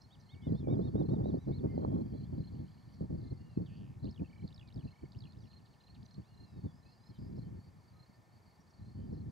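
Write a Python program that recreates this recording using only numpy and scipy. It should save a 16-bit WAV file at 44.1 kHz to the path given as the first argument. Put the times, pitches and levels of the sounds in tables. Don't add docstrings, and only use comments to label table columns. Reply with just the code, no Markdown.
import sys
import numpy as np
from scipy import signal
from scipy.fft import rfft, irfft
from scipy.io import wavfile
from scipy.ndimage import uniform_filter1d

SR = 44100
rng = np.random.default_rng(int(sys.argv[2]) if len(sys.argv) > 2 else 0)


def output_pcm(signal):
    pcm = np.clip(np.atleast_2d(signal).T, -1, 1) * 32767
    wavfile.write(sys.argv[1], SR, np.round(pcm).astype(np.int16))


N = 410571
T = np.arange(N) / SR
FREQ = np.maximum(np.arange(N // 2 + 1) * SR / N, 1)

# (time [s], level [dB])
BREEZE = [(0, -61), (.38, -57), (.5, -45), (2.0, -45.5), (2.85, -55.5), (3.3, -50), (4.4, -56.5),
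          (5.4, -53.5), (5.75, -62.5), (6.3, -56.5), (7.0, -63), (7.5, -60.5), (8.65, -63), (9.3, -53.5)]
# (start [s], hold [s], level [dB])
GUSTS = [(0.47, 0.087, -36.5), (0.598, 0.06, -41.5), (0.684, 0.129, -33), (0.823, 0.075, -38),
         (0.944, 0.11, -34.5), (1.09, 0.057, -33), (1.164, 0.213, -35.5), (1.472, 0.047, -35.5),
         (1.575, 0.5, -42.5), (1.639, 0.011, -35), (1.772, 0.2415, -36.5), (2.148, 0.097, -42.5),
         (2.329, 0.087, -39), (2.506, .14, -45), (3.012, 0.037, -38.5), (3.105, 0.049, -36.5),
         (3.18, 0.084, -43), (3.316, 0.011, -38.5), (3.573, 0.054, -39.5), (3.626, 0.29, -49.5),
         (4.031, 0.063, -39), (4.203, 0.029, -38), (4.429, 0.026, -42), (4.762, 0.024, -39.5),
         (4.841, 0.023, -41.5), (5.034, 0.0041, -40.5), (5.164, 0.0073, -43), (5.968, 0.08, -52.5),
         (6.183, 0.0083, -40), (6.563, 0.032, -46), (6.634, 0.037, -41), (7.096, 0.02, -48.5),
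         (7.189, 0.403, -45.5), (7.378, 0.0078, -38.5), (8.797, .12, -51.5), (8.953, 0.35, -44.5),
         (9.125, 0.011, -40.5)]
# (time [s], level [dB], half width [s])
BUFFETS = [(.524, -22.5, 0.001), (.674, -30, 0.00061), (1.015, -34, 0.00051), (1.259, -30.5, 0.00058),
           (1.640, -34, 0.00069), (3.010, -34.5, 0.00076), (.956, -26, 0.00066), (1.344, -28.5, 0.00066),
           (1.779, -29.5, 0.00057), (1.850, -32, 0.00038), (3.328, -29.5, 0.0014), (3.576, -24, 0.0011),
           (4.221, -31, 0.0011), (5.041, -38, 0.00092), (6.66, -35.5, 0.0016)]
# (frequency [Hz], relative level [dB])
WIND_SPECTRUM = [(25, -21.5), (60, 0), (110, 7.5), (200, 2), (330, -11), (500, -26.5), (800, -42.5),
                 (1300, -59.5), (9000, -125)]
HISS_SPECTRUM = [(120, -23), (300, 3), (550, 0), (850, 2.5), (1100, -2), (1500, -8.5), (2200, -12.5),
                 (2800, -16.5), (3700, -15.5), (4700, -14.5), (6500, -17), (9000, -22.5), (15000, -29)]
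# (frequency [Hz], width [Hz], level [dB])
WHINES = [(1790, 58, -85), (2175, 110, -92), (7930, 35, -105)]
# (start [s], end [s])
THIN_WHINE_SPELLS = [(1.40, 2.954), (7.05, 8.60)]
# (last wing stroke [s], level [dB])
NEAR_CHIRPS = [(0.048, -67.5), (0.298, -68), (0.587, -67), (0.88, -68.5), (1.095, -69.5), (1.353, -71.5),
               (1.55, -71), (1.846, -71.5), (2.015, -71), (2.24, -66.5), (2.479, -62), (3.31, -65),
               (3.565, -72.5), (4.097, -65.5), (4.476, -69.5), (4.916, -68), (5.305, -68), (5.571, -64),
               (5.906, -64.5), (6.153, -67), (6.442, -64), (6.93, -67.5), (7.104, -66.5), (7.426, -70.5),
               (8.035, -66), (8.894, -71.5), (9.213, -74)]
FAR_CHIRP_TIMES = [.14, .35, .925, 1.36, 1.61, 1.80, 2.19, 2.395, 2.60, 2.845, 3.01, 3.225, 3.445, 3.66,
                   3.81, 4.13, 4.34, 4.87, 5.06, 5.28, 5.52, 5.75, 5.96, 6.21, 6.65, 6.96, 7.46, 7.675,
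                   7.89, 8.14, 8.365, 8.55, 8.78, 8.99, 9.18]
# (delay [s], length [s], start pitch [Hz], middle pitch [Hz], end pitch [Hz], relative level [dB])
TICK_NOTES = [(-.014, 0.01, 5600, 6000, 5500, -22), (-.004, 0.0055, 4600, 5150, 5730, -10.5),
              (.001, 0.0047, 4900, 4360, 3900, -10)]
TWITTER_NOTES = [(.0168 * k, .008, 2700 + 130 * k, 2950 + 130 * k, 3250 + 130 * k, 0) for k in range(4)]
ZIP_NOTES = [(-.069, 0.0051, 3300, 4460, 4900, -9), (-.060, 0.0085, 3250, 3840, 4430, -13),
             (-.040, 0.0037, 2600, 2830, 2820, -14.5), (-.030, 0.0034, 2700, 2940, 3050, -16.5),
             (-.020, 0.0054, 3200, 3770, 4300, -12.5)]
TRILL_NOTES = [(-.004, 0.0088, 2570, 2730, 2600, 0.1),
               (.008, 0.01, 2440, 2630, 2550, 1)] + [(.046 + .0317 * k, .016, 1950, 2290, 2060, -2.5) for k in range(5)] + [(0.026 + 0.035 * k, .010, 2850, 3050, 3200, -9) for k in range(5)]
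CHIT_NOTES = [(-.006, 0.0098, 2590, 4260, 2860, 1), (.005, 0.0032, 3000, 2950, 2900, 0.5),
              (.010, .007, 3600, 2800, 2200, -7)]
TSIT_NOTES = [(-.005, 0.0079, 2820, 4440, 5600, 2), (.020, 0.012, 5740, 6020, 5700, -4.5),
              (.030, .005, 5700, 4300, 3000, 1)]
# (time [s], level [dB])
TICKS = [(0.021, -55), (0.211, -56), (2.945, -59)]
ZIPS = [(4.111, -49.5), (4.545, -47), (4.743, -50.5), (5.188, -49), (5.389, -56.5)]
TRILLS = [(4.247, -65), (4.877, -68)]
CHITS = [(5.518, -64.5), (5.59, -71), (5.662, -72), (5.734, -70), (5.806, -67.5), (5.876, -66.5),
         (5.95, -66)]
TSITS = [(6.032, -63), (6.112, -67)]
# (top time [s], rise [s], top pitch [Hz], depth [Hz], level [dB])
DEEP_ARCHES = [(0.136, 0.034, 3820, 856, -64.5), (0.328, 0.04, 3760, 880, -64),
               (1.569, .05, 4290, 868, -65.5)]
RUN_LEVELS = [-68.5, -70, -70, -70, -70, -72, -69, -75]
# (turn [s], lead [s], tail [s], start pitch [Hz], turn pitch [Hz], end pitch [Hz], level [dB])
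WHISTLES = [(.377, .11, .15, 2035, 2250, 1900, -72), (.447, .03, .03, 3230, 2990, 2900, -73),
            (.671, .035, .09, 2460, 2305, 2230, -73), (1.54, .025, .025, 2200, 2220, 2200, -73),
            (1.70, .035, .09, 1970, 2100, 2010, -70), (1.95, .30, .2, 2950, 3280, 3200, -84),
            (2.16, .045, .04, 2900, 3400, 3200, -80), (3.28, .09, .18, 2150, 2100, 1980, -80),
            (3.47, .09, .13, 2780, 2840, 2480, -80), (4.66, .02, .04, 2450, 2500, 2200, -74),
            (6.29, .085, .36, 2380, 4280, 3560, -78.5), (6.30, .09, .32, 1700, 2860, 2520, -82),
            (6.50, .04, .11, 5170, 5130, 4800, -83), (6.70, .065, .03, 4050, 3420, 3370, -79),
            (6.787, .09, .025, 4540, 5100, 5000, -79), (6.875, .025, .04, 2520, 2590, 2760, -76),
            (6.93, .03, .06, 2700, 2810, 2720, -85), (6.94, .10, .025, 4700, 5150, 4940, -77),
            (7.097, .10, .015, 4730, 5200, 4950, -73), (7.155, .045, .035, 3380, 3080, 3130, -77),
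            (7.46, .03, .03, 3260, 3060, 3230, -81), (7.98, .07, .08, 1270, 1255, 1225, -78),
            (8.615, .015, .009, 5550, 5680, 5550, -75), (8.708, .013, .008, 5450, 5690, 5550, -76)]
# (start [s], end [s], centre [Hz], glide [Hz], pulse half sweep [Hz], pulse rate [1/s], level [dB])
BUZZES = [(2.431, 3.06, 4310, 102, 447, 77, -75), (3.215, 3.287, 4200, -200, 1000, 95, -74),
          (5.41, 5.48, 5500, -500, 500, 165, -81), (7.142, 7.17, 3940, -800, 700, 190, -73),
          (7.181, 7.289, 4900, 300, 500, 220, -74.5), (7.365, 7.383, 5250, -150, 400, 155, -74),
          (8.968, 9.05, 3080, 50, 150, 110, -80), (9.124, 9.166, 5170, -700, 500, 200, -80)]
# (time [s], centre [Hz], pulse length [s], level [dB])
RATTLE = [(3.659, 3500, 0.0093, -67), (3.686, 2750, 0.012, -71), (3.73, 2800, 0.0084, -68),
          (3.80, 3010, 0.0043, -66), (3.982, 2360, .005, -74)]


def undb(db):
    return 10 ** (np.asarray(db) / 20)


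def unit(x):
    return x / np.sqrt(np.mean(x ** 2))


def noise(gain):
    return unit(irfft(rfft(rng.standard_normal(N)) * gain, N))


def colour(points):
    hz, db = np.transpose(points)
    return undb(np.interp(np.log(FREQ), np.log(hz), db))


def walk(rate_hz):
    return noise(np.exp(-(FREQ / rate_hz) ** 2))


def pan(x, left_db):
    return x * undb(np.array([[left_db], [-left_db]]) / 2)


def add(track, start, sound):
    i = np.arange(len(sound)) + int(start * SR)
    inside = (i >= 0) & (i < N)
    track[i[inside]] += sound[inside]


def wind_strength(attack_s=.0071, release_s=.013, sway_db=3.5):
    power = undb(np.interp(T, *np.transpose(BREEZE)) + sway_db * walk(17.7)) ** 2
    for start, hold, db in GUSTS:
        t = np.arange(-.05, hold + .2, 1 / SR)
        envelope = np.exp(np.minimum(t, 0) / attack_s - np.maximum(t - hold, 0) / release_s)
        add(power, start - .05, (undb(db) * envelope) ** 2)
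    return 10 * np.log10(power)


def churn(gain, turnover_s=.055):
    x = noise(gain)
    return x / np.sqrt(uniform_filter1d(x ** 2, int(turnover_s * SR)) + 1e-9)


def wind(small_eddy_hz=380, crackle_db=2):
    gust_db = wind_strength()
    hardness_db = gust_db + 38
    edge_fade = np.minimum(np.minimum(T, T[::-1]) / .01, 1)
    gust = edge_fade * undb(gust_db - 2 + 1.2 * walk(30))
    spectrum = colour(WIND_SPECTRUM)
    small_share = FREQ ** 2 / (FREQ ** 2 + small_eddy_hz ** 2)
    large, small = spectrum * (1 - small_share), spectrum * small_share
    large_gain = undb(-np.maximum(hardness_db, 0))
    small_gain = undb(.92 * hardness_db - 4 + crackle_db * walk(76))
    shared, left, right = (gust * (large_gain * churn(large) + small_gain * churn(small))
                           for _ in range(3))
    for middle, db, width in BUFFETS:
        u = np.arange(-10, 10, 1 / (width * SR))
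        add(shared, middle - 10 * width, undb(db) * (1 - u ** 2) * np.exp(-u ** 2 / 2))
    phase_gap = np.interp(FREQ, [30, 110, 380, 700], [.4, .8, 2.1, 2.65])
    left_db = np.interp(FREQ, [110, 380, 900], [1.7, -5.5, -2])
    ports = undb(np.array([left_db, -left_db]) / 2) * np.exp(.5j * np.array([phase_gap, -phase_gap]))
    ports /= np.abs(ports.mean(axis=0))
    return irfft(rfft(shared) * ports, N) + undb(-8) * np.array([left, right])


def outdoor_hiss(db=-72.5):
    spectrum = unit(colour(HISS_SPECTRUM))
    width = colour([(100, -10), (400, -8.5), (1300, -.5), (2400, -1.5),
                    (4400, -18.5), (8000, -9), (15000, -2.5)])
    mid, side = (irfft(rfft(rng.standard_normal(N)) * spectrum * w, N) for w in (1, width))
    return np.array([mid + side, mid - side]) * undb(db)


def whine(hz, width_hz):
    return noise(1 / (1 + ((FREQ - hz) / (width_hz * .75)) ** 2))


def camera_whine(tone_hz=12500):
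    steady = sum(undb(db) * whine(hz, width) for hz, width, db in WHINES)
    tone = undb(-102.5) * np.sin(2 * np.pi * tone_hz * T)
    gate = sum((T > start) & (T < end) for start, end in THIN_WHINE_SPELLS)
    thin = undb(-94) * np.array([whine(11650, 380) for _ in range(2)])
    whirr = undb(-88) * whine(2230, 260)
    return steady + tone + gate * (thin + whirr)


def wing_stroke(length, hz, sag):
    u = np.linspace(0, 1, int(length * SR))
    pitch = hz * (1 - sag * (u ** 5 + .6 * (1 - u) ** 3))
    swell = np.sin(np.pi * u ** 1.1) ** .85
    return swell * np.sin(2 * np.pi * np.cumsum(pitch) / SR)


def cricket(chirps, hz, stroke_s, gap_s, fade_db, sag=.1):
    out = np.zeros(N)
    for last, db in chirps:
        for k in range(4):
            sharp, long, loud = rng.standard_normal(3)
            length = stroke_s * (1 - .1 * k + .1 * long)
            stroke = wing_stroke(length, hz * (1 - .012 * k + .005 * sharp), sag)
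            gain = undb(db + fade_db * k ** 2 + (1 + k / 2) * loud)
            add(out, last - gap_s * k - len(stroke) / SR / 2, gain * stroke)
    return out


def cricket_chorus(db, count, centre_hz=4850, spread_hz=90):
    out = 0
    for hz in centre_hz + spread_hz * np.linspace(-1, 1, count):
        times = np.cumsum(rng.uniform(.2, .4, size=48)) - .3
        chirps = np.column_stack([times, db + 2 * rng.standard_normal(len(times))])
        voice = cricket(chirps, hz, stroke_s=.019, gap_s=.036, fade_db=-.7)
        out = out + pan(voice, rng.normal(-2, 2))
    return out


def bird_note(length, first_hz, middle_hz, last_hz):
    u = np.linspace(0, 1, int(length * SR))
    hz = np.polyval(np.polyfit([0, .5, 1], [first_hz, middle_hz, last_hz], 2), u)
    swell = np.abs(np.sin(np.pi * u ** 1.2)) ** .8
    return swell * np.sin(2 * np.pi * np.cumsum(hz) / SR)


def song(figure, times, scatter_db=1.8):
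    out = np.zeros(N)
    for start, db in times:
        for delay, length, *pitches, note_db in figure:
            sharp, loud = rng.standard_normal(2)
            note = bird_note(length, *np.array(pitches) * (1 + .015 * sharp))
            add(out, start + delay, undb(db + note_db + scatter_db * loud) * note)
    return out


def rasp(x):
    return x * undb(2.5 * walk(500) - .7)


def glide(turn_s, lead_s, tail_s, first_hz, turn_hz, last_hz):
    out = np.zeros(N)
    t = np.arange(-lead_s, tail_s, 1 / SR)
    away = np.abs(t / np.where(t < 0, lead_s, tail_s))
    bend = (np.sin(away) / np.sin(1)) ** 1.9
    hz = turn_hz + (np.where(t < 0, first_hz, last_hz) - turn_hz) * bend
    swell = (1 - .5 * away) * np.clip((1 - away) * 6, 0, 1)
    add(out, turn_s - lead_s, swell * np.sin(2 * np.pi * np.cumsum(hz) / SR))
    return out


def arched_calls(gap_s=.1305, climb_hz=45.1, upper_depth_hz=950):
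    run = [(.461 + gap_s * k + .001 * k ** 2, .049, 3640 + climb_hz * k, 423, db)
           for k, db in enumerate(RUN_LEVELS)]
    calls = sum(undb(db) * glide(top_s, rise, .7 * rise, hz - depth, hz, hz - 1.3 * depth)
                for top_s, rise, hz, depth, db in DEEP_ARCHES + run)
    upper = np.zeros(N)
    for top_s, rise, hz, _, _ in run:
        foot_hz = 1.5 * hz - upper_depth_hz
        upper += glide(top_s, 1.2 * rise, rise, foot_hz, 1.5 * hz, foot_hz)
    return calls * undb(2 * walk(90)) + upper * undb(-85 + 4 * walk(300))


def whistles(flutter_db=2.5):
    notes = sum(undb(db) * glide(*shape) for *shape, db in WHISTLES)
    return notes * undb(flutter_db * walk(90))


def twitter(start_s=2.21, pace_s=.113, db=-76):
    return song(TWITTER_NOTES, [(start_s + pace_s * k, db) for k in range(7)])


def buzzes(pulse_s=.0075):
    out = np.zeros(N)
    for start, end, centre, rise, sweep, rate, db in BUZZES:
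        for t, (loud, late) in zip(np.arange(start, end, 1 / rate), rng.standard_normal((64, 2))):
            hz = centre + rise * ((t - start) / (end - start) - .5)
            pulse = bird_note(pulse_s, hz + sweep, hz, hz - sweep)
            add(out, t + late / rate / 10, undb(db + 2 * loud) * pulse)
    return out


def rattle(above_hz=950, below_hz=430, gap_s=.0092, slowing_s=.007, count=30):
    out = np.zeros(N)
    times, *controls = np.transpose(RATTLE)
    t = times[0]
    for k, loud in enumerate(rng.standard_normal(count)):
        hz, length, db = (np.interp(t, times, c) for c in controls)
        add(out, t, undb(db + loud) * bird_note(length, hz + above_hz, hz, hz - below_hz))
        t += gap_s + slowing_s * (k / count) ** 3
    return out


def zips(top_hz=5240, step_ratio=.862, gap_s=.0168, note_s=.0063, tilt=.031):
    stairs = []
    for k, db in enumerate([-11.5] * 5 + [-18.5]):
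        hz = top_hz * step_ratio ** k
        stairs.append((gap_s * k - .002, note_s, hz * (1 + tilt), hz, hz * (1 - tilt), db))
    return song(ZIP_NOTES + stairs, ZIPS)


def meadow(x, wet_db, t60_s=.22):
    t = T[:SR // 2]
    tails = rng.standard_normal((2, len(t))) * undb(-60 * t / t60_s)
    tails /= np.sqrt(np.sum(tails ** 2, axis=1, keepdims=True))
    tails = tails[0] + np.array([[.3], [-.3]]) * tails[1]
    return x + undb(wet_db) * signal.fftconvolve(x, tails, axes=1)[:, :N]


def scene():
    near_birds = rasp(zips() + song(TRILL_NOTES, TRILLS) + song(TSIT_NOTES, TSITS)) + rattle()
    far_birds = rasp(twitter() + song(CHIT_NOTES, CHITS) + song(TICK_NOTES, TICKS)) + buzzes()
    near_cricket = cricket(NEAR_CHIRPS, hz=4332, stroke_s=.025, gap_s=.032, fade_db=-1, sag=.11)
    far_chirps = [(time, -75.5) for time in FAR_CHIRP_TIMES]
    far_cricket = cricket(far_chirps, hz=4586, stroke_s=.035, gap_s=.036, fade_db=-.68)
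    close = meadow(pan(arched_calls() + near_birds + near_cricket, -4.5), wet_db=-13)
    deeper = meadow(pan(far_birds + far_cricket, -3.5) + cricket_chorus(db=-79.5, count=4), wet_db=-6)
    distant = meadow(pan(whistles(), -4), wet_db=-13, t60_s=.36)
    return close + deeper + distant + wind() + outdoor_hiss() + camera_whine()


def record(dry):
    return signal.sosfilt(signal.ellip(10, .1, 70, 15650, fs=SR, output="sos"), dry)


dry = scene()
out = record(dry)
output_pcm(out)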